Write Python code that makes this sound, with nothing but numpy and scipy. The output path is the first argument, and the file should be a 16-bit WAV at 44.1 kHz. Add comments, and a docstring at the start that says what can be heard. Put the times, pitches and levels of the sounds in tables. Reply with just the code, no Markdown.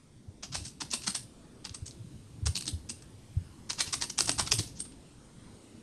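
"""Faint hiss and rumble of a quiet room, a low thud, then bursts of typing on a laptop keyboard.
Each press is a brush, a landing, a bottoming and a rebound: noise chatters filtered by case, keycap and ping modes.
Pitch-sagging sine pulses make the thuds of palms and the boom of the deck under each key.
Filtered noise tails throw the keys back from the room; drifting coloured noises make the background."""
import sys
import numpy as np
from scipy import signal
from scipy.fft import rfft, irfft
from scipy.io import wavfile
from scipy.ndimage import uniform_filter1d

SR = 44100
rng = np.random.default_rng(int(sys.argv[2]) if len(sys.argv) > 2 else 0)


def store_pcm(level_fs):
    """Save levels as 16-bit WAV."""
    pcm = np.round(np.clip(level_fs, -1, 1) * 32767).astype(np.int16)
    wavfile.write(sys.argv[1], SR, np.atleast_2d(pcm).T)


N = 256662

# Background colours: (frequency [Hz], relative density [dB])
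ROOM_TONE_COLOUR = [(60, -2.5), (140, -5), (230, 3), (310, -2.5), (450, -6.5), (700, -15), (1000, -16.5),
                    (1700, -22), (3700, -21.5), (7600, -25), (8200, -20.5), (9400, -20.5), (9800, -33.5),
                    (12000, -35)]
RUMBLE_COLOUR = [(30, -24), (55, 4), (90, -5), (135, 5), (200, -5), (310, -7.5), (450, -27), (900, -45.5)]
BASS_COLOUR = [(10, -29), (22, -30), (32, -16), (45, -35), (65, -4), (110, 2), (300, -40)]
# Room tone with hiss: (time [s], level [dB])
ROOM_TONE_LEVEL = [(0, -60), (.35, -60), (1.3, -55.5), (2.3, -56.5), (5.35, -55), (5.46, -53.5),
                   (5.82, -54.5)]
# Rumble of the hands: (time [s], level before RUMBLE_GAIN_DB [dB])
RUMBLE_LEVEL = [(0.0, -64), (0.18, -59), (0.53, -54.5), (1.12, -53), (1.46, -59.5), (1.7, -55.5),
                (1.88, -51), (2.25, -52.5), (2.61, -50), (2.71, -46.5), (3.11, -59.5), (4.18, -48.5),
                (4.47, -45.5), (4.65, -48), (4.81, -49), (5.04, -54), (5.54, -59.5), (5.82, -62)]
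# Hum-like bass noise: (time [s], level before BASS_GAIN_DB [dB])
BASS_LEVEL = [(0.0, -72), (0.13, -71), (0.24, -78), (0.95, -90), (1.96, -57), (3.6, -54), (4.0, -77),
              (4.59, -52), (4.81, -80), (5.82, -61)]
RUMBLE_GAIN_DB, BASS_GAIN_DB = -0.5, 0.5

# Palm pushes on the chassis: (time [s], level [dB], pitch at the peak [Hz], rise [s])
THUDS = [(0.278, -36, 100, 0.01), (.574, -36.6, 77, 0.011), (0.606, -36, 90.5, 0.013),
         (1.706, -38, 89, 0.0088), (1.819, -31, 91.5, 0.0093), (1.994, -36, 111, 0.016),
         (2.043, -37.5, 171, 0.0048), (2.422, -26.5, 92, 0.012), (2.451, -24, 83, 0.018),
         (2.482, -23.5, 95, .012), (2.725, -27.5, 84, 0.02), (3.059, -42.5, 94, .0078),
         (3.365, -19.5, 95.3, 0.0096), (3.874, -38, 110, 0.0054), (4.372, -38, 84, 0.016),
         (4.418, -31.5, 94.5, 0.0076), (4.5, -36, 75, 0.014), (4.525, -32.5, 119, 0.025),
         (4.584, -26.5, 107, 0.0073), (4.599, -27.5, 124, 0.0068)]
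PITCH_SAG = 0.1  # share by which the pitch sinks after the peak of a push

# Key presses: (landing time [s], landing energy [dB], travel to the bottom [s], bottoming energy [dB],
# landing spread [s], bottoming spread [s], case knock before blow offset [dB], case pitch [Hz],
# keycap pitch before blow ratio [Hz], ping [dB], deck boom relative to the blow [dB], deck pitch [Hz])
PRESSES = [(0.4338, -15, .0047, -12.5, .0014, 0.0071, 2, 715, 5900, -9.5, -10, 200),
           (.527, -16, .007, -17, 0.0035, 0.0065, 1, 1240, 4570, -7, -4, 197),
           (.549, -9.5, 0.0061, -6.5, 0.0033, 0.0024, 8.5, 2450, 5430, 4, -11, 255),
           (.657, -13.5, 0.0094, -21, 0.0087, 0.0018, -3.5, 1480, 5100, 3.5, 5.5, 129),
           (0.8111, -8.5, 0.0075, -10, 0.0028, 0.0026, 11, 910, 5030, -0.5, 0, 298),
           (.9246, -15, 0.013, -.5, 0.015, 0.0041, 1.5, 2710, 4940, 5, -3.5, 247),
           (1.073, -8, 0.0058, 0, 0.0053, 0.0035, 3.5, 1390, 4840, 3, 1, 205),
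           (1.1522, -4, 0.0082, -10.5, 0.0015, 0.0017, 1.5, 1730, 4940, 8, -15, 199),
           (1.6516, -12, 0.0056, -17, 0.0012, 0.0015, 5.5, 900, 4500, 0.5, -3, 202),
           (1.746, -19.5, 0.0031, -14, 0.0017, 0.0016, 2.5, 1170, 5600, 12.5, -11, 198),
           (1.8655, -16.5, 0.015, -20, 0.0052, .001, -9, 1000, 6800, 0.5, -5, 267),
           (2.464, -6.5, .005, -4.5, 0.0037, .0025, 4, 1200, 5900, 5, -6, 449),
           (2.5563, -5.5, .011, -5, 0.00084, 0.0015, -9.5, 4270, 4400, -8, -8, 194),
           (2.6681, -14, 0.012, -5, .0009, 0.0027, -6, 3260, 4750, 2, -0.5, 306),
           (2.8968, -10.5, 0.0056, -10.5, 0.0018, 0.002, -4, 2730, 5900, 9.5, 3, 227),
           (3.7, -8, 0.0054, -4, 0.0019, 0.0021, 3, 896, 5100, 1, -22, 300),
           (3.796, -6.5, 0.012, 2, .005, 0.0024, 1.5, 2350, 4700, -3, -18, 316),
           (3.933, -3.5, 0.0074, -2, .0036, 0.003, 3.5, 1170, 5230, 4.5, -25, 300),
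           (4.014, -10, .01, -1.5, 0.0011, 0.0041, 0, 1840, 5000, -1, -20, 251),
           (4.1832, -4.5, 0.0061, 1, 0.0019, 0.00099, 2.5, 2530, 6050, 5, -17, 204),
           (4.203, -10, 0.0043, 3.5, .002, 0.00067, -1, 1420, 5900, 4, -8.5, 351),
           (4.2812, -5, 0.013, 2.5, .0038, 0.003, 7.5, 710, 5100, 3, -3, 277),
           (4.3873, -5.5, 0.01, 2, 0.005, 0.0024, 11, 950, 5100, 5.5, -5.5, 203),
           (4.4753, -9.5, 0.0039, -14, 0.0015, 0.0022, 4.5, 1360, 4240, -1, -8, 202),
           (4.5193, 4.5, 0.0053, 2, 0.0011, 0.0007, -1.5, 2600, 5670, -5, -7, 430),
           (4.5902, -3.5, .005, -5.5, 0.0026, 0.0016, -2.5, 720, 4350, 1, 1.5, 327),
           (4.796, -20, 0.0081, -6.5, 0.0028, 0.0019, -7.5, 1560, 5460, 18.5, -9, 285)]
# Short clicks between and just after the presses, some of them bright treble reflections off the room:
# (time [s], energy [dB], chatter spread [s], case knock [dB], keycap pitch [Hz], ping [dB])
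SHORT_CLICKS = [(.569, -12, 0.018, -11, 4530, -1), (.645, -23, 0.0084, -3, 5490, 8),
                (0.6818, -18.5, .004, -22, 5790, 3), (.9061, -21, 0.0011, -18, 5170, -12),
                (.9141, -10, 0.0013, -24, 5170, -16), (1.021, -21, 0.0036, 0, 5000, 4),
                (1.042, -14, 0.0092, -4, 4800, 1), (1.101, -12, 0.0034, -10, 4530, 20),
                (1.1068, -12, 0.0011, 4, 4370, 11), (1.67, -24.5, 0.0017, 17, 5120, -11),
                (1.6953, -19.5, 0.00047, -10, 4130, -26), (1.9102, -25, 0.00026, -18, 4330, -11),
                (2.576, -9.5, 0.0018, -9, 2860, 3), (2.6101, -13.5, 0.00098, -8, 4030, 4),
                (2.624, -15.5, 0.00076, 2, 4420, 7), (2.657, -18, 0.00064, 0, 5730, 6),
                (3.024, -26.5, 0.0012, 10, 5810, 17.5), (3.732, -14.5, .0005, -1, 6330, -7),
                (3.786, -14, .003, 10, 5120, -4), (3.878, -11, 0.014, 2.5, 4800, -2),
                (4.041, -9, .003, 5, 5300, 9), (4.1018, -8, 0.0014, -5.5, 5930, -5),
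                (4.222, -20, 0.0015, -4, 5000, 23), (4.259, -10, 0.00093, -8, 5710, 13),
                (4.3173, -6.5, 0.0018, -2, 6150, 8), (4.466, -15, 0.0033, -9, 4950, -9),
                (4.5415, -7.5, 0.0016, 5, 5900, 28), (4.562, -9.5, .007, 4, 3290, 31),
                (4.635, -19.5, 0.0097, -1, 5200, 0), (4.676, -21, 0.011, -18, 5430, -3),
                (4.776, -21.5, 0.014, -10, 5400, -12), (4.856, -28, 0.0055, 11, 4470, -5),
                (4.923, -33, 0.0065, 10, 4360, -3)]
# Colour shared by all keys: (frequency [Hz], relative gain [dB])
CASE_COLOUR = [(80, -25), (300, -11), (520, -15), (700, -10.5), (1000, -6.5), (1350, -7.5), (1900, -8.5),
               (2700, -6.5), (3800, -4.5), (5200, -2), (6500, -1), (7400, -5.5), (8400, 0.5), (9400, -7.5),
               (11500, -25)]
TOUCH_LEAD_S = 0.0082  # fingertip meets the cap; the press is silent before
BRUSH_LEAD_S, BRUSH_DB, BRUSH_SPREAD_S = 0.0057, -14, 0.0019
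REBOUND_DELAY_S, REBOUND_SCATTER_S, REBOUND_SPREAD_S = 0.015, 0.0034, 0.002
REBOUND_DB, REBOUND_KNOCK_DB = -17, -5
CLICK_CASE_HZ = 2750
CLICK_ONSET_SPREADS = 3.5  # lead of the onset, in chatter spreads
TICK_SPREAD_S = 0.003

DECK_LEAD_S, DECK_RISE_S = 0.00649, 0.012  # the deck gives before the key hits the bottom
DECK_DB = -36  # offset from the blow
DECK_OVERTONE_RATIO, DECK_OVERTONE_DB = 1.5, -10

# Reflections: (frequency [Hz], relative level [dB])
ROOM_COLOUR = [(200, 4.5), (1200, -13.5), (3000, -5), (5500, -11), (7400, -7.5), (8500, -4.5), (9400, -0.5),
               (11500, 9)]
# Decay by 60 dB: (frequency [Hz], time [s])
ROOM_T60 = [(200, 0.34), (1200, 0.33), (3000, 0.22), (5000, 0.38), (7300, 0.25), (8600, 0.27),
            (11000, 0.37)]
WALLS_HZ = 8550  # early boost from the nearest walls is full from here up
BAND_EDGE_HZ = 12050


def amp(db):
    """Decibels to amplitude."""
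    return 10 ** (np.asarray(db) / 20)


def read(points, hz):
    """Interpolates a spectrum linearly over log frequency."""
    point_hz, value = np.transpose(points)
    return np.interp(np.log(hz + 1), np.log(point_hz), value)


def level_over_time(points):
    """Interpolates a level curve at every sample."""
    return np.interp(np.arange(N) / SR, *np.transpose(points))


def bump(hz, centre_hz, octaves):
    """Bell of height 1 over log frequency."""
    return np.exp(-0.5 * (np.log2((hz + 1) / centre_hz) / octaves) ** 2)


def add(mix, start_s, sound):
    """Mixes a sound in at start_s."""
    part = mix[max(round(start_s * SR), 0):][:len(sound)]
    part += sound[:len(part)]


def background(colour, level_db, patchy_db, patch_s, patch_hz, size=1024):
    """Coloured noise that wavers in time-frequency patches under a drifting level."""
    hz, t, z = signal.stft(rng.standard_normal(N), SR, nperseg=size)
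    patch_bins = max(round(patch_hz / hz[1]), 1)
    patch_frames = max(round(patch_s / t[1]), 1)
    patches = uniform_filter1d(rng.standard_normal(z.shape), patch_bins, axis=0)
    patches = uniform_filter1d(patches, patch_frames, axis=1)
    z = z * amp(read(colour, hz)[:, None] + patchy_db * patches / patches.std())
    noise = signal.istft(z, SR, nperseg=size)[1][:N]
    return noise / noise.std() * amp(level_db)


def room_tone():
    """Room tone with hiss: broadband noise, strongest in the lows."""
    return background(ROOM_TONE_COLOUR, level_over_time(ROOM_TONE_LEVEL),
                      patchy_db=2.0, patch_s=0.12, patch_hz=400)


def hand_rumble():
    """Palms shifting on the chassis: low noise."""
    return background(RUMBLE_COLOUR, level_over_time(RUMBLE_LEVEL) + RUMBLE_GAIN_DB,
                      patchy_db=4.0, patch_s=0.09, patch_hz=60, size=2048)


def bass_noise():
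    """Hum-like bass noise around 65-150 Hz that comes and goes."""
    return background(BASS_COLOUR, level_over_time(BASS_LEVEL) + BASS_GAIN_DB,
                      patchy_db=3.0, patch_s=0.15, patch_hz=30, size=4096)


def rock(db, hz, rise_s, softness=2.82, shudder=0.29, shudder_s=0.032):
    """A soft push rocks the chassis for a few cycles and leaves a faint shudder."""
    t = np.arange(SR // 4) / SR
    u = t / rise_s
    swell = (u * np.exp(1 - u)) ** softness
    swell += shudder * np.tanh(u / 2) ** 4 * np.exp(-t / shudder_s)
    pitch_hz = hz * (1 + PITCH_SAG * (np.exp(1 - u) - 1))
    cycles = np.cumsum(pitch_hz) / SR + rng.random()
    return amp(db) * swell * np.sin(2 * np.pi * cycles)


def thuds():
    """Palms push on the chassis, each push one rocking pulse."""
    out = np.zeros(N)
    for start_s, db, hz, rise_s in THUDS:
        add(out, start_s, rock(db, hz, rise_s))
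    return out


def blows(landing_knock_db=-3, bottom_knock_db=2, landing_pitch=1.04, bottom_pitch=0.92):
    """Yields four blows a press and one a short click: (onset [s], time [s], contact settings)."""
    for row, luck in zip(PRESSES, 2 * rng.random(len(PRESSES)) - 1):
        land_s, land_db, travel_s, bottom_db, land_spread_s, bottom_spread_s, *tone, _, _ = row
        knock_db, case_hz, key_hz, ping_db = tone
        touch_s, bottom_s = land_s - TOUCH_LEAD_S, land_s + travel_s
        rebound_s = bottom_s + REBOUND_DELAY_S + REBOUND_SCATTER_S * luck
        rebound_db = max(land_db, bottom_db) + REBOUND_DB
        yield touch_s, land_s - BRUSH_LEAD_S, land_db + BRUSH_DB, BRUSH_SPREAD_S, *tone
        yield (touch_s, land_s, land_db, land_spread_s,
               knock_db + landing_knock_db, case_hz, key_hz * landing_pitch, ping_db)
        yield (touch_s, bottom_s, bottom_db, bottom_spread_s,
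               knock_db + bottom_knock_db, case_hz, key_hz * bottom_pitch, ping_db)
        yield (touch_s, rebound_s, rebound_db, REBOUND_SPREAD_S,
               knock_db + REBOUND_KNOCK_DB, case_hz, key_hz, ping_db)
    for click_s, db, spread_s, knock_db, key_hz, ping_db in SHORT_CLICKS:
        onset_s = click_s - CLICK_ONSET_SPREADS * spread_s
        yield onset_s, click_s, db, spread_s, knock_db, CLICK_CASE_HZ, key_hz, ping_db


def rattle(t, rattle_db=-12, ticks_per_s=260, fade_s=0.018):
    """The loose keycap ticks on against its hinge: sparse, fading impulses."""
    hits = (rng.random(len(t)) < ticks_per_s / SR) * rng.standard_normal(len(t))
    fade = (t > 0) * np.exp(-abs(t) / fade_s)
    return amp(rattle_db) * hits * fade / np.sqrt(ticks_per_s * fade_s / 2)


def ring(x, gain_db):
    """Filters x through a minimum-phase (causal) body with the given gain per bin."""
    log_gain = np.log(amp(np.r_[gain_db, gain_db[-2:0:-1]]))
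    response = np.exp(np.conj(signal.hilbert(log_gain)))[:len(gain_db)]
    return irfft(rfft(x) * response)


def contact(draws, onset_lead_s, db, spread_s, knock_db, case_hz, key_hz, ping_db,
            cap_db=4.0, tick_db=5, cap_octaves=0.22, knock_hz=850, knock_octaves=1.5,
            mode_db=7.0, mode_octaves=0.088, ping_hz=8700, ping_octaves=0.13,
            snap_hz=11500, snap_octaves=0.36, snap_per_db=0.37,
            grain=0.64, roundness=0.57, build_roundness=0.79):
    """Tiny contacts crowd around one blow and ring case, keycap and ping: (lead [s], sound)."""
    push, weight = draws
    size = len(push)
    hz = np.fft.rfftfreq(size, 1 / SR)
    t = (np.arange(size) - size // 4) / SR
    shape = np.where(t < 0, build_roundness, roundness)  # sets in more abruptly than it dies
    crowd = np.exp(-abs(t / spread_s) ** shape) * (t > -onset_lead_s)
    chatter = push * np.exp(grain * weight) * crowd
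    chatter = chatter / np.linalg.norm(chatter) + rattle(t)
    keycap_db = cap_db + tick_db * np.exp(-abs(spread_s) / TICK_SPREAD_S)  # short ticks ring the cap more
    colour_db = read(CASE_COLOUR, hz)
    colour_db += knock_db * bump(hz, knock_hz, knock_octaves)
    colour_db += mode_db * bump(hz, case_hz, mode_octaves)
    colour_db += keycap_db * bump(hz, key_hz, cap_octaves)
    colour_db += ping_db * bump(hz, ping_hz, ping_octaves)
    colour_db += snap_per_db * db * bump(hz, snap_hz, snap_octaves)  # harder blows are brighter
    click = ring(chatter, colour_db)
    return t[0], amp(db) * click / np.linalg.norm(click)


def keys(count=6, size=4096):
    """All presses and short clicks, dealt blow by blow to a few tracks."""
    tracks = np.zeros((count, N))
    for k, (onset_s, blow_s, *blow) in enumerate(blows()):
        lead_s, click = contact(rng.standard_normal((2, size)), blow_s - onset_s, *blow)
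        add(tracks[k % count], blow_s + lead_s, click)
    return tracks


def deck():
    """Each bottoming key booms in the deck: a rocking pulse and its second mode."""
    out = np.zeros(N)
    for land_s, land_db, travel_s, bottom_db, *_, boom_db, hz in PRESSES:
        db = DECK_DB + max(land_db, bottom_db) + boom_db
        boom = rock(db, hz, DECK_RISE_S)
        boom += rock(db + DECK_OVERTONE_DB, hz * DECK_OVERTONE_RATIO, DECK_RISE_S)
        add(out, land_s + travel_s - DECK_LEAD_S, boom)
    return out


def room(x, wet_db=-2.0, delay_s=0.0054, build_s=0.00023, clump_db=3, clump_samples=90,
         early_db=5, early_s=0.015, early_width_s=0.0051):
    """Clumped reflections, early treble strongest off the nearest walls; each band has its own decay."""
    taps, clumps = rng.standard_normal((2, SR // 2))
    clumps = uniform_filter1d(clumps, clump_samples) * np.sqrt(clump_samples)
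    taps = taps * amp(clump_db * clumps)
    hz, t, z = signal.stft(taps / taps.std(), SR, nperseg=256)
    t60_s = read(ROOM_T60, hz)[:, None]
    early = np.exp(-0.5 * ((t + delay_s - early_s) / early_width_s) ** 2)
    walls_db = early_db * early * np.minimum(hz / WALLS_HZ, 1)[:, None]
    level_db = read(ROOM_COLOUR, hz)[:, None] + walls_db - 60 * t / t60_s
    z = z * amp(level_db) * np.sqrt(2 * np.log(1000) / (t60_s * SR))  # equal energy for any decay
    tail = signal.istft(z, SR, nperseg=256)[1]
    tail *= 1 - np.exp(-np.arange(len(tail)) / (build_s * SR))
    out = np.zeros(N)
    add(out, delay_s, signal.oaconvolve(x, tail))
    return amp(wet_db) * out


def scene():
    """One microphone in both channels; successive blows get different reflections."""
    typing = sum(track + room(track) for track in keys())
    mono = room_tone() + hand_rumble() + bass_noise() + thuds() + typing + deck()
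    return np.array([mono, mono])


def record(dry):
    """Linear-phase low-pass at BAND_EDGE_HZ."""
    lowpass = signal.firwin(255, BAND_EDGE_HZ, window=("kaiser", 8), fs=SR)
    return signal.oaconvolve(dry, lowpass[None], "same")


dry = scene()
out = record(dry)
store_pcm(out)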